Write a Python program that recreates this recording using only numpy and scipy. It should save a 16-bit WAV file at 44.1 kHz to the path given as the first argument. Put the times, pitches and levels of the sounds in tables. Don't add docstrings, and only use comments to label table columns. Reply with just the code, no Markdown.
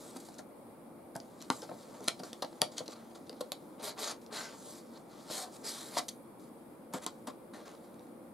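import sys
import numpy as np
from scipy import signal
from scipy.fft import rfft, irfft, next_fast_len
from scipy.io import wavfile
from scipy.ndimage import uniform_filter1d

SR = 44100
rng = np.random.default_rng(int(sys.argv[2]) if len(sys.argv) > 2 else 0)


def put_to_file(sound):
    columns = np.atleast_2d(sound).T
    safe = np.clip(columns, -1, 1)
    whole_steps = np.round(safe * 32767)
    wavfile.write(sys.argv[1], SR, whole_steps.astype(np.int16))


def to_linear_factor(level_db):
    exponent = np.asarray(level_db, float) / 20
    return 10 ** exponent


N = 367353

# freq_hz, level_db
RUMBLE = [(15, -63.5), (25, -49.5), (139, -9.5), (173, -6.5), (224, -2.5), (313, -0.5), (345, -2.5),
          (397, -14), (421, -7), (523, -3.5), (650, -10.5), (823, -10.5), (1300, -18.5), (1740, -28),
          (2390, -27.5), (2800, -52.5), (3640, -61.5), (6160, -120)]
# freq_hz, level_db
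HISS = [(1650, -31.5), (2800, -7), (2990, -13), (3260, -7.5), (3540, -9), (4340, -11), (4600, -9.5),
        (6070, -17), (7330, -12), (9200, -5), (9740, 1), (10300, -6.5), (12300, -7.5), (12750, -3.5),
        (13200, -8), (15800, -14.5), (15950, -71)]
# freq_hz, likeness (1 = same)
ALIKE = [(60, -1.3), (130, 0.82), (290, 0.85), (640, 0.56), (1410, 0.3), (3100, 0.24), (6820, 0.17),
         (15000, -0.031)]
# pitch_hz, width_hz, level_db
FAN_TONES = [
    (229.7, 4.4, -62.5),
    (341.2, 1.3, -67),
]

# freq_hz, level_db
SCRAPE = [(250, -26), (420, 3), (520, -10.5), (587, 6), (738, -4), (859, 2), (927, -2.5), (1220, -1),
          (1580, -8.5), (2730, -19.5), (3300, -9.5), (3900, -4.5), (4250, -4.5), (4800, -6.5),
          (5770, -12.5), (7470, -10.5), (11800, -16), (15750, -28), (15950, -80.5)]
# start_s, end_s, start_level_db, end_level_db, sizzle_db (re scrape)
FINGERS = [(0, 0.4, -60.5, -70, 3.5), (1.14, 1.53, -78, -66, 2.5), (1.551, 3.798, -62.5, -76.5, -0.5),
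           (3.963, 4.325, -61, -90, -3), (4.802, 5.03, -69, -73, 0.5), (5.034, 5.315, -78, -59.5, 0.5),
           (5.443, 5.645, -68, -66.5, 2.5), (6.988, 7.36, -69.5, -87, 3), (7.53, 8.117, -68, -77.5, -8.5)]
# start_s, length_s, peak_db, card_body_db, sizzle_db (re scrape)
SHOVES = [(0, 0.11, -63.5, -8, 2), (0.154, 0.016, -61.5, 1, 7.5), (1.785, 0.047, -61, -26, -8),
          (2.024, 0.082, -58, 2, 0), (2.764, 0.0315, -47, -8, -7), (2.893, 0.042, -55.5, 0, -7),
          (4.93, 0.046, -62, 2, -22), (5.094, 0.12, -63.5, 3, -12), (5.522, 0.044, -60.5, -1, 1.5),
          (7.015, 0.031, -58, 7.5, 4)]
# start_s, length_s, peak_db, card_body_db, sizzle_db (re scrape)
RUBS = [(0.199, 0.022, -62, -8, 8.5), (0.246, 0.067, -65.5, -10, 5), (0.382, 0.022, -50, -15, -2),
        (1.402, 0.052, -53, -12, -22), (1.504, 0.12, -59, 0, 8), (1.626, 0.024, -51, -9, -6),
        (1.94, 0.044, -63.5, 11, -17), (2.232, 0.077, -57.5, 1, 1.5), (3.149, 0.027, -56.5, 4, -2.5),
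        (4.212, 0.073, -69.5, -2, 0), (7.068, 0.024, -47, -3, -9), (6.0825, 0.013, -40, -27, 1),
        (6.394, 0.1, -72, -3, 2.5), (6.926, 0.016, -60, 12, -1), (6.935, 0.049, -49.5, 10.5, 1.5),
        (7.27, 0.038, -52.5, 9, -2.5), (7.534, 0.084, -59.5, 8.5, -4), (7.653, 0.098, -63.5, 13, -3),
        (7.6, 0.065, -67, 10, -12), (2.95, 0.13, -65.5, 9.5, -20), (3.105, 0.015, -68, -8, -20),
        (7.84, 0.036, -69.5, 8, -3), (3.36, 0.06, -67, -7, -20), (2.715, 0.06, -60, -8, -5)]
# (time_s, scrape_db)
PULLS = [
    (-45, -8.5, [(3.788, -84), (3.798, -62), (3.826, -60.5), (3.84, -48), (3.875, -48.5), (3.915, -53), (3.94, -71)]),
    (-45.5, -6, [(3.972, -83), (3.984, -51.5), (4.04, -43), (4.115, -44.5), (4.13, -58.5), (4.18, -87)]),
    (-47, -5, [(4.31, -73), (4.33, -49.5), (4.37, -46), (4.49, -57), (4.56, -66)]),
    (-54.5, 2, [(4.54, -69.5), (4.68, -62), (4.79, -62.5), (4.82, -76)]),
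    (-49.5, -2, [(5.26, -81), (5.31, -47), (5.37, -44), (5.43, -48), (5.485, -73)]),
    (-51, -3, [(5.63, -73), (5.645, -52), (5.69, -43), (5.73, -50.5), (5.82, -52.5), (5.94, -59.5)]),
    (-49, -6, [(5.93, -55), (5.97, -44.5), (5.987, -31.5), (6.005, -54), (6.045, -71)]),
]
# start_s, length_s, level_db
FIZZ = [(3.819, 0.087, -50.5), (3.99, 0.047, -55), (5.313, 0.15, -73), (5.64, 0.61, -66)]

# ratio (to main mode), level_db
TRAY_MODES = [(.62, -23), (0.801, -16.5), (1.0, 6.5), (1.28, -1), (1.6, -5.5), (2.1, -7)]
# start_s, peak_db, pitch_hz, t60_s, bass_db (re peak)
THUMPS = [(0.147, -45, 530, 0.037, -4), (0.162, -37, 620, 0.016, -3), (0.286, -44, 714, 0.023, -10),
          (1.5013, -29.5, 760, 0.0098, -3), (1.5018, -23.5, 261, 0.043, -34),
          (1.5091, -38, 1000, 0.011, -30), (2.08, -25.5, 630, 0.014, -26), (2.233, -33, 638, 0.04, -28),
          (2.329, -42, 553, 0.02, -14), (2.444, -31, 560, 0.011, -31), (2.527, -40, 533, 0.027, -17),
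          (2.6125, -40, 640, 0.03, -28), (2.6185, -23, 610, 0.045, -40), (2.781, -44, 700, 0.039, -8),
          (2.811, -37, 556, 0.025, -6), (2.885, -36, 540, 0.072, -28), (3.296, -38, 467, 0.023, -23.5),
          (3.326, -40.5, 454, 0.023, -32), (3.409, -34, 570, 0.014, -30), (3.519, -34, 575, 0.025, -28),
          (5.3, -33.5, 636, 0.031, -5), (5.972, -28.5, 730, 0.025, -32), (7.0635, -34, 1070, 0.019, -35),
          (7.064, -35, 295, 0.036, -25)]
# start_s, peak_db, pitch_hz, blow_ms, bass_db (re peak)
BUMPS = [(0.39, -36, 632, 3.5, -3), (1.155, -30, 675, 5.2, -3.5), (1.624, -35.5, 565, 15, -25),
         (1.691, -37, 630, 4.7, -21), (1.714, -35, 565, 4.2, -14), (2.004, -41.5, 420, 17, -1.5),
         (2.198, -35, 404, 5.6, -6), (2.423, -27, 570, 4.5, -44), (4.34, -42, 1553, 130, -34),
         (5.33, -41, 746, 140, -35), (5.99, -37, 705, 8, -8), (6.937, -32.5, 620, 11, -1.5),
         (6.954, -38.5, 540, 15, -15), (7.005, -55, 1020, 26, -21), (7.273, -38, 1053, 6.3, -3),
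         (7.276, -35, 590, 11.3, -6)]

# start_s, peak_db, ring_hz, sizzle_db (re peak)
SNAPS = [(0.287, -45, 4760, -7), (0.342, -45, 5490, -9), (1.153, -46, 4900, 2), (1.163, -45.5, 5120, 10.5),
         (1.201, -39, 4780, -27), (1.416, -40, 5840, -6), (1.4233, -36.5, 5730, -6),
         (1.9086, -56, 4500, -20), (2.006, -46.5, 5600, -10), (2.0418, -46, 6020, 2),
         (2.3305, -30, 3700, -8), (2.447, -35, 4310, -15.5), (2.528, -51, 4020, -20.5),
         (2.803, -45, 3450, 0), (2.8792, -32, 4300, -11), (3.2944, -33, 4700, -12),
         (3.3286, -45, 4200, -21), (4.263, -44, 4570, -14), (6.089, -35, 3550, -13),
         (6.9363, -42.5, 3160, 11), (7.7507, -52, 4370, -12), (7.994, -50, 3780, -14)]
# start_s, peak_db, ring_hz, sizzle_db (re peak), card_db (re peak)
CRACKS = [
    (1.5017, -26, 4170, -10, -12),
    (2.0826, -20, 4100, -6, -9),
    (2.6171, -15, 3480, -3, -16),
    (3.5197, -34, 4200, -3.5, -16),
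    (7.0643, -27, 4060, -3.5, -14.5),
]
# start_s, peak_db, ring_hz, sizzle_db (re peak), length_ms
SCUFFS = [(1.151, -43.5, 4970, -3, 9.3), (1.618, -38.5, 4970, -12, 4.7), (2.0773, -25, 4000, -10, 3.8),
          (2.1923, -42, 4700, -6, 11), (2.234, -33.5, 4350, -24, 3.2), (2.4211, -27.5, 3940, -13, 8.4),
          (2.612, -39, 4500, -26, 9.8), (2.7795, -33, 3300, -12, 3.2), (2.857, -47, 4240, -11, 11),
          (3.265, -53, 4170, -9, 9.8), (3.4065, -33.5, 4200, -5, 7.8), (3.978, -54, 4400, -6, 4.4),
          (4.326, -37, 4150, -21, 4.6), (7.272, -42, 3550, 4, 3.3)]

# pitch_hz, width_hz, level_db
RIM = [(3746, 340, -8), (4800, 700, 1.5), (7150, 280, -8.5), (7700, 700, -4), (8900, 500, -4),
       (9720, 900, -2), (10700, 330, -11), (11600, 300, -19.5), (13270, 900, -17.5), (14650, 580, -9.5),
       (15420, 1000, -15)]
FLAP = [(2900, 180, -26), (4050, 800, 3), (5130, 160, -4), (6900, 520, -3.5), (8260, 690, -11),
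        (9300, 400, -10), (10500, 400, -3.5), (11700, 860, -5), (12800, 210, -12), (14930, 520, -27)]
CORNER = [(2390, 380, -3), (3220, 460, 0), (4150, 440, 1), (5130, 690, -5.5), (6470, 540, -6),
          (8300, 460, -7), (9440, 380, -8), (10520, 590, -12.5), (12370, 250, -22), (13200, 400, -22)]
BACK = [(610, 120, -3), (1000, 170, -1.5), (1140, 310, 0), (1378, 91, -3), (2090, 240, -10),
        (3160, 330, -11.5), (4050, 550, -7.5), (4970, 330, -9), (6400, 790, -15), (9230, 470, -16),
        (13200, 440, -37)]
SHEET = [(1120, 420, -0.5), (3450, 240, -4), (3920, 380, 0.5), (6310, 360, -5), (7570, 880, -3.5),
         (8610, 350, -5), (8900, 270, -14), (11600, 380, -17)]
RAIL = [(713, 150, 2.5), (997, 185, 2.5), (2040, 250, -12), (2920, 200, -17), (4300, 290, -15),
        (4940, 240, -24), (7500, 300, -19)]
LIP = [(3617, 610, -2), (4760, 600, -5.5), (450, 130, -2), (760, 150, -2), (895, 200, -1), (1150, 86, -7.5),
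       (1440, 160, -8), (1910, 200, -10.5)]
HOLLOW = [(550, 100, -13), (925, 130, 6), (4000, 220, -6), (5200, 320, -16)]
TAB = [(312, 120, -2), (1250, 170, 1), (2100, 250, -6)]
POUCH = [(568, 130, -1), (1030, 190, -16.5)]
STAPLE = [(3380, 410, -4), (4400, 550, -3), (6460, 860, 1), (7710, 700, -4), (8800, 820, -4.5)]
CREASE = [(1480, 830, -6), (2680, 900, 2), (4300, 1600, -2), (6600, 1600, -1), (8500, 2000, -11)]
# start_s, peak_db
TICKS = [(1.9245, -59), (3.8304, -39), (3.9785, -36), (4.2163, -53), (4.3574, -34), (4.4544, -34),
         (5.563, -43), (7.0358, -39.5), (7.538, -48), (7.5457, -42), (7.6054, -50), (7.66, -50),
         (7.667, -48), (7.6804, -39), (7.693, -44), (7.716, -44), (1.1525, -42), (1.1575, -40),
         (4.379, -38), (4.3875, -38), (4.408, -46), (7.7014, -47), (7.8724, -55), (7.9428, -49),
         (8.0094, -53), (8.0694, -52)]
# (start_s, peak_db)
JOLTS = [(BACK, [(1.5017, -12.5), (1.5092, -36), (2.0795, -36), (2.0825, -31)]), (CORNER, [(2.0817, -17),
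         (2.0829, -13), (2.0878, -31), (2.0902, -28)]), (HOLLOW, [(2.4255, -33), (2.4293, -28.5),
         (2.4478, -39)]), (RIM, [(2.617, -10)]), (LIP, [(2.6179, -11)]), (FLAP, [(3.5195, -21),
         (3.5255, -36), (3.5275, -38), (3.5298, -36)]), (RAIL, [(5.9692, -22.5), (5.9725, -30),
         (5.9765, -29), (5.9925, -35), (5.9995, -32)]), (TAB, [(5.985, -26.5), (5.9885, -34)]),
         (POUCH, [(3.4078, -31), (3.4114, -30.5), (2.8052, -31.5), (3.8, -40), (5.31, -34)]),
         (SHEET, [(7.0641, -20), (7.0655, -37)]), (CREASE, TICKS), (STAPLE, [(2.7808, -32), (2.7826, -24),
         (6.0832, -34), (6.0886, -29.5), (6.093, -35)])]

# freq_hz, side_db (re mid)
PORTS = [(60, -13), (110, -6.5), (200, -26.5), (380, -7.5), (700, -28.5), (1290, -11), (2380, -23.5),
         (4400, -22.5), (8120, 0), (15000, -4.5)]
# freq_hz, left_minus_right_db
LEAN = [(150, 1), (400, 0.5), (1300, 3.5), (2400, 0.5), (4400, 1), (8100, 1), (15000, -5.5)]
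# freq_hz, t60_s
ROOM = [(250, 0.19), (700, 0.13), (1800, 0.097), (4500, 0.18), (10000, 0.14), (15000, 0.07)]
# freq_hz, level_db
REFLECT = [(200, -4.5), (700, 3), (2000, 2), (4000, -6), (7000, -6.5), (12000, -5)]


def evened(x):
    return x / np.sqrt(np.mean(x ** 2) + 1e-20)


def peaked(x, db):
    return to_linear_factor(db) * x / (abs(x).max() + 1e-12)


def add(mix, start_s, sound):
    part = mix[round(start_s * SR):][:len(sound)]
    part += sound[:len(part)]


def read(points, hz):
    f, value = np.transpose(points)
    return np.interp(np.log(hz + 1), np.log(f + 1), value)


def coloured(x, points, lo_hz=0., hi_hz=SR):
    length = x.shape[-1]
    size = next_fast_len(length + 512)
    hz = np.fft.rfftfreq(size, 1 / SR) + 1
    edges = 1 / np.sqrt((1 + (lo_hz / hz) ** 12) * (1 + (hz / hi_hz) ** 12))
    spectrum = rfft(x, size) * to_linear_factor(read(points, hz)) * edges
    return irfft(spectrum, size)[..., :length]


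def band(x, lo_hz, hi_hz, order):
    sos = signal.butter(order, [lo_hz, hi_hz], "band", fs=SR, output="sos")
    return signal.sosfilt(sos, x)


def ring(x, hz, t60):
    r = to_linear_factor(-60 / (max(t60, .001) * SR))
    w = 2 * np.pi * hz / SR
    return signal.lfilter([np.sin(w)], [1, -2 * r * np.cos(w), r * r], x)


def air(points, db, patchy_db, swell_db):
    frames = N // 256 + 5
    hz = np.fft.rfftfreq(1024, 1 / SR)
    a, b, c, d, patches = rng.standard_normal((frames, 513, 5)).T
    patches = uniform_filter1d(patches, size=6, axis=0)
    patches = evened(uniform_filter1d(patches, size=14, axis=1))
    swell = evened(uniform_filter1d(rng.standard_normal(frames), size=40))
    alike = np.clip(read(ALIKE, hz), -1, 1)[:, None]
    left = a + 1j * b
    right = alike * left + np.sqrt(1 - alike ** 2) * (c + 1j * d)
    z = np.array([left, right])
    z *= to_linear_factor(read(points, hz)[:, None] + patchy_db * patches + swell_db * swell)
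    x = signal.istft(z, nperseg=1024, noverlap=768)[1][:, :N]
    return to_linear_factor(db) * x / np.std(x.mean(0))


def hum():
    return sum(to_linear_factor(db) * evened(ring(rng.standard_normal(N), hz, 2.1 / width))
               for hz, width, db in FAN_TONES)


def grit_layers(per_s, spread_db, flutter_db):
    sizes = to_linear_factor(spread_db * np.minimum(rng.exponential(1, N), 3))
    grit = sizes * (rng.random(N) < per_s / SR) * rng.standard_normal(N)
    flutter = evened(uniform_filter1d(rng.standard_normal(N), size=400))
    grit *= to_linear_factor(flutter_db * flutter)
    z = signal.stft(grit, nperseg=256)[2]
    patches = rng.standard_normal(z.shape)
    patches = uniform_filter1d(patches, size=4, axis=0)
    patches = evened(uniform_filter1d(patches, size=24, axis=1))
    patchy_db = 1.9
    grit = signal.istft(z * to_linear_factor(patchy_db * patches), nperseg=256)[1][:N]
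    bands_hz = [(2130, 6670), (305, 2800), (6300, SR), (9800, 15000)]
    return [evened(coloured(grit, SCRAPE, lo, hi)) for lo, hi in bands_hz]


def fingers(under_db, body_db):
    scrape, body, sizzle, _ = grit_layers(per_s=6700, spread_db=1.5, flutter_db=0.5)
    t, out = np.arange(N) / SR, np.zeros(N)
    for start, end, start_db, end_db, sizzle_db in FINGERS:
        fade = np.clip(np.minimum(t - start + .01, end + .01 - t) / .02, 0, 1)
        touch = fade * to_linear_factor(np.interp(t, [start, end], [start_db, end_db]))
        out += touch * (scrape + to_linear_factor(body_db) * body + to_linear_factor(sizzle_db) * sizzle)
    return to_linear_factor(under_db) * out


def strokes(grip_s, release_s):
    slacken_db, build_db = -12.5, -7.5
    body_follow, body_lead_s, firm_db = 0.5, 0.0094, -43
    power = np.zeros((4, N))
    for s, length, db in FIZZ:
        t = np.arange(0, length, 1 / SR)
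        add(power[3], s, to_linear_factor(db) ** 2 * np.sin(np.pi * t / length))
    for rows, ends_db in [(RUBS, [0, slacken_db]), (SHOVES, [build_db, 0])]:
        for s, length, peak_db, body_db, sizzle_db in rows:
            t = np.arange(0, length + release_s, 1 / SR)
            grip = np.clip(t / grip_s, 0, 1)
            release = np.clip((length + release_s - t) / release_s, 0, 1)
            level_db = peak_db + np.interp(t, [0, length], ends_db)
            pressure = to_linear_factor(level_db) ** 2 * grip * release
            for layer, db in zip(power, [0, body_db, sizzle_db]):
                add(layer, s, pressure * to_linear_factor(db) ** 2)
    for body_db, sizzle_db, rows in PULLS:
        s, db = np.transpose(rows)
        scrape_db = np.interp(np.arange(s[0], s[-1], 1 / SR), s, db)
        card_db = body_db + body_follow * (scrape_db - firm_db)
        add(power[0], s[0], to_linear_factor(scrape_db) ** 2)
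        add(power[1], s[0] - body_lead_s, to_linear_factor(card_db) ** 2)
        add(power[2], s[0], to_linear_factor(scrape_db + sizzle_db) ** 2)
    layers = grit_layers(per_s=12000, spread_db=1.8, flutter_db=0.75)
    return (np.sqrt(power) * layers).sum(0)


def thumps(rows, rise):
    out, t = np.zeros(N), np.arange(7000) / SR
    rough = rng.standard_normal((len(rows), len(t)))
    detune = rng.uniform(0.858, 1.059, (len(rows), len(TRAY_MODES)))
    for (s, db, hz, t60, ms, bass_db), noise, off in zip(rows, rough, detune):
        u = t * 1000 / max(ms, .1)
        blow = noise * u ** rise * np.exp(-u ** (1 + rise))
        hollow = np.zeros(len(t))
        for (ratio, level_db), k in zip(TRAY_MODES, off):
            mode_hz = hz * ratio * (k if ratio != 1 else 1)
            hollow += to_linear_factor(level_db) * evened(ring(blow, mode_hz, t60))
        bass = ring(blow, 266, 0.078) + 0.34 * ring(blow, 119, 0.048) + 1.4 * ring(blow, 338, 0.037)
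        add(out, s, peaked(hollow, db) + peaked(bass, db + bass_db))
    return out


def tray():
    thump_ms = 3.54
    bump_t60_s = 0.036
    sharp = [(s, db, hz, t60, thump_ms, bass_db) for s, db, hz, t60, bass_db in THUMPS]
    soft = [(s, db, hz, bump_t60_s, ms, bass_db) for s, db, hz, ms, bass_db in BUMPS]
    return thumps(sharp, rise=0.059) + thumps(soft, rise=0.25)


def crackles(rows, rise, t60, ring_share):
    out, t = np.zeros(N), np.arange(3000) / SR
    shape = (len(rows), len(t))
    sizes = to_linear_factor(0.32 * np.minimum(rng.exponential(1, shape), 3))
    slips = rng.standard_normal(shape) * sizes
    for (s, db, hz, sizzle_db, card_db, ms), slip in zip(rows, slips):
        u = (t + 1 / SR) * 1000 / max(ms, .2)
        drive = slip * u ** rise * (np.exp(-u ** 2.0) + 0.0305 * np.exp(-u / 4.8))
        patch = np.diff(ring(drive, hz, t60), prepend=0)
        sheet = evened(band(drive, lo_hz=2713, hi_hz=6370, order=2)) + ring_share * evened(patch)
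        card = band(drive, lo_hz=1220, hi_hz=2550, order=2)
        sizzle = band(drive, lo_hz=5400, hi_hz=11500, order=2)
        add(out, s, peaked(sheet, db) + peaked(sizzle, db + sizzle_db) + peaked(card, db + card_db))
    return out


def film():
    card_db, snap_ms, crack_ms = -12.5, 1.65, 1.3
    snaps = [(*row, card_db, snap_ms) for row in SNAPS]
    snaps += [(*row, crack_ms) for row in CRACKS]
    scuffs = [(s, db, hz, sizzle_db, card_db, ms) for s, db, hz, sizzle_db, ms in SCUFFS]
    snapping = crackles(snaps, rise=0.47, t60=0.004, ring_share=0.98)
    return snapping + crackles(scuffs, rise=0.38, t60=0.0064, ring_share=0.68)


def releases():
    swell = 1.6
    out, jolt = np.zeros(N), signal.unit_impulse(1500)
    for part, rows in JOLTS:
        notes = np.zeros(len(jolt))
        for hz, width, db in part:
            t60 = swell / width
            notes += to_linear_factor(db) * width ** 2 * ring(ring(jolt, hz, t60), hz, t60)
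        for s, peak_db in rows:
            add(out, s, peaked(notes, peak_db))
    return out


def ports(x):
    shifted = signal.hilbert(x, next_fast_len(N))[:N].imag
    wander = 0.45 + 0.78 * evened(uniform_filter1d(rng.standard_normal(N), size=1500))
    side = coloured(shifted * wander, PORTS, lo_hz=5500) + coloured(shifted, PORTS, hi_hz=5470)
    half = [(hz, db / 2) for hz, db in LEAN]
    opposite = [(hz, -db) for hz, db in half]
    return np.array([coloured(x + side, half), coloured(x - side, opposite)])


def room(x):
    taps = np.zeros((2, SR // 2))
    slots = np.arange(190, SR // 2 - 20, 20)
    at = slots + rng.integers(0, 20, (2, len(slots)))
    np.put_along_axis(taps, at, rng.choice([-1., 1.], at.shape), 1)
    taps[1] = 0.87 * taps[0] + 0.86 * taps[1]
    hz, t, z = signal.stft(taps, SR, nperseg=128)
    decay = to_linear_factor(-60 * t / read(ROOM, hz)[:, None])
    tail = signal.istft(z * decay, SR, nperseg=128)[1]
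    spectrum = rfft(tail)
    power = abs(spectrum) ** 2
    flatten = np.sqrt(uniform_filter1d(power, size=900) / uniform_filter1d(power, size=60))
    tail = irfft(spectrum * flatten)
    return signal.fftconvolve(x[None], tail / np.linalg.norm(tail[0]), axes=1)[:, :N]


def scene():
    pack = film() + releases() + tray()
    pack = pack + strokes(grip_s=0.0062, release_s=0.0061) + fingers(under_db=-4.5, body_db=3.5)
    pack = band(pack, lo_hz=152.0, hi_hz=13400, order=4)
    steady = air(RUMBLE, -53.5, patchy_db=0.86, swell_db=0.2)
    steady = steady + air(HISS, -71, patchy_db=1.0, swell_db=0.5) + hum()
    steady = steady * to_linear_factor([[.3], [-.3]])
    room_db = -8.5 + np.array([[1.1], [-1.1]])
    return ports(pack) + to_linear_factor(room_db) * room(coloured(pack, REFLECT)) + steady


def top_cut(x):
    return signal.sosfilt(signal.butter(12, 16530, fs=SR, output="sos"), x)


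def record(dry):
    held = np.tanh(dry)
    edge = signal.firwin(401, 16480, window=("kaiser", 8), fs=SR)
    mix = signal.oaconvolve(held, edge[None], "same", axes=1)
    return top_cut(mix)


dry = scene()
out = record(dry)
put_to_file(out)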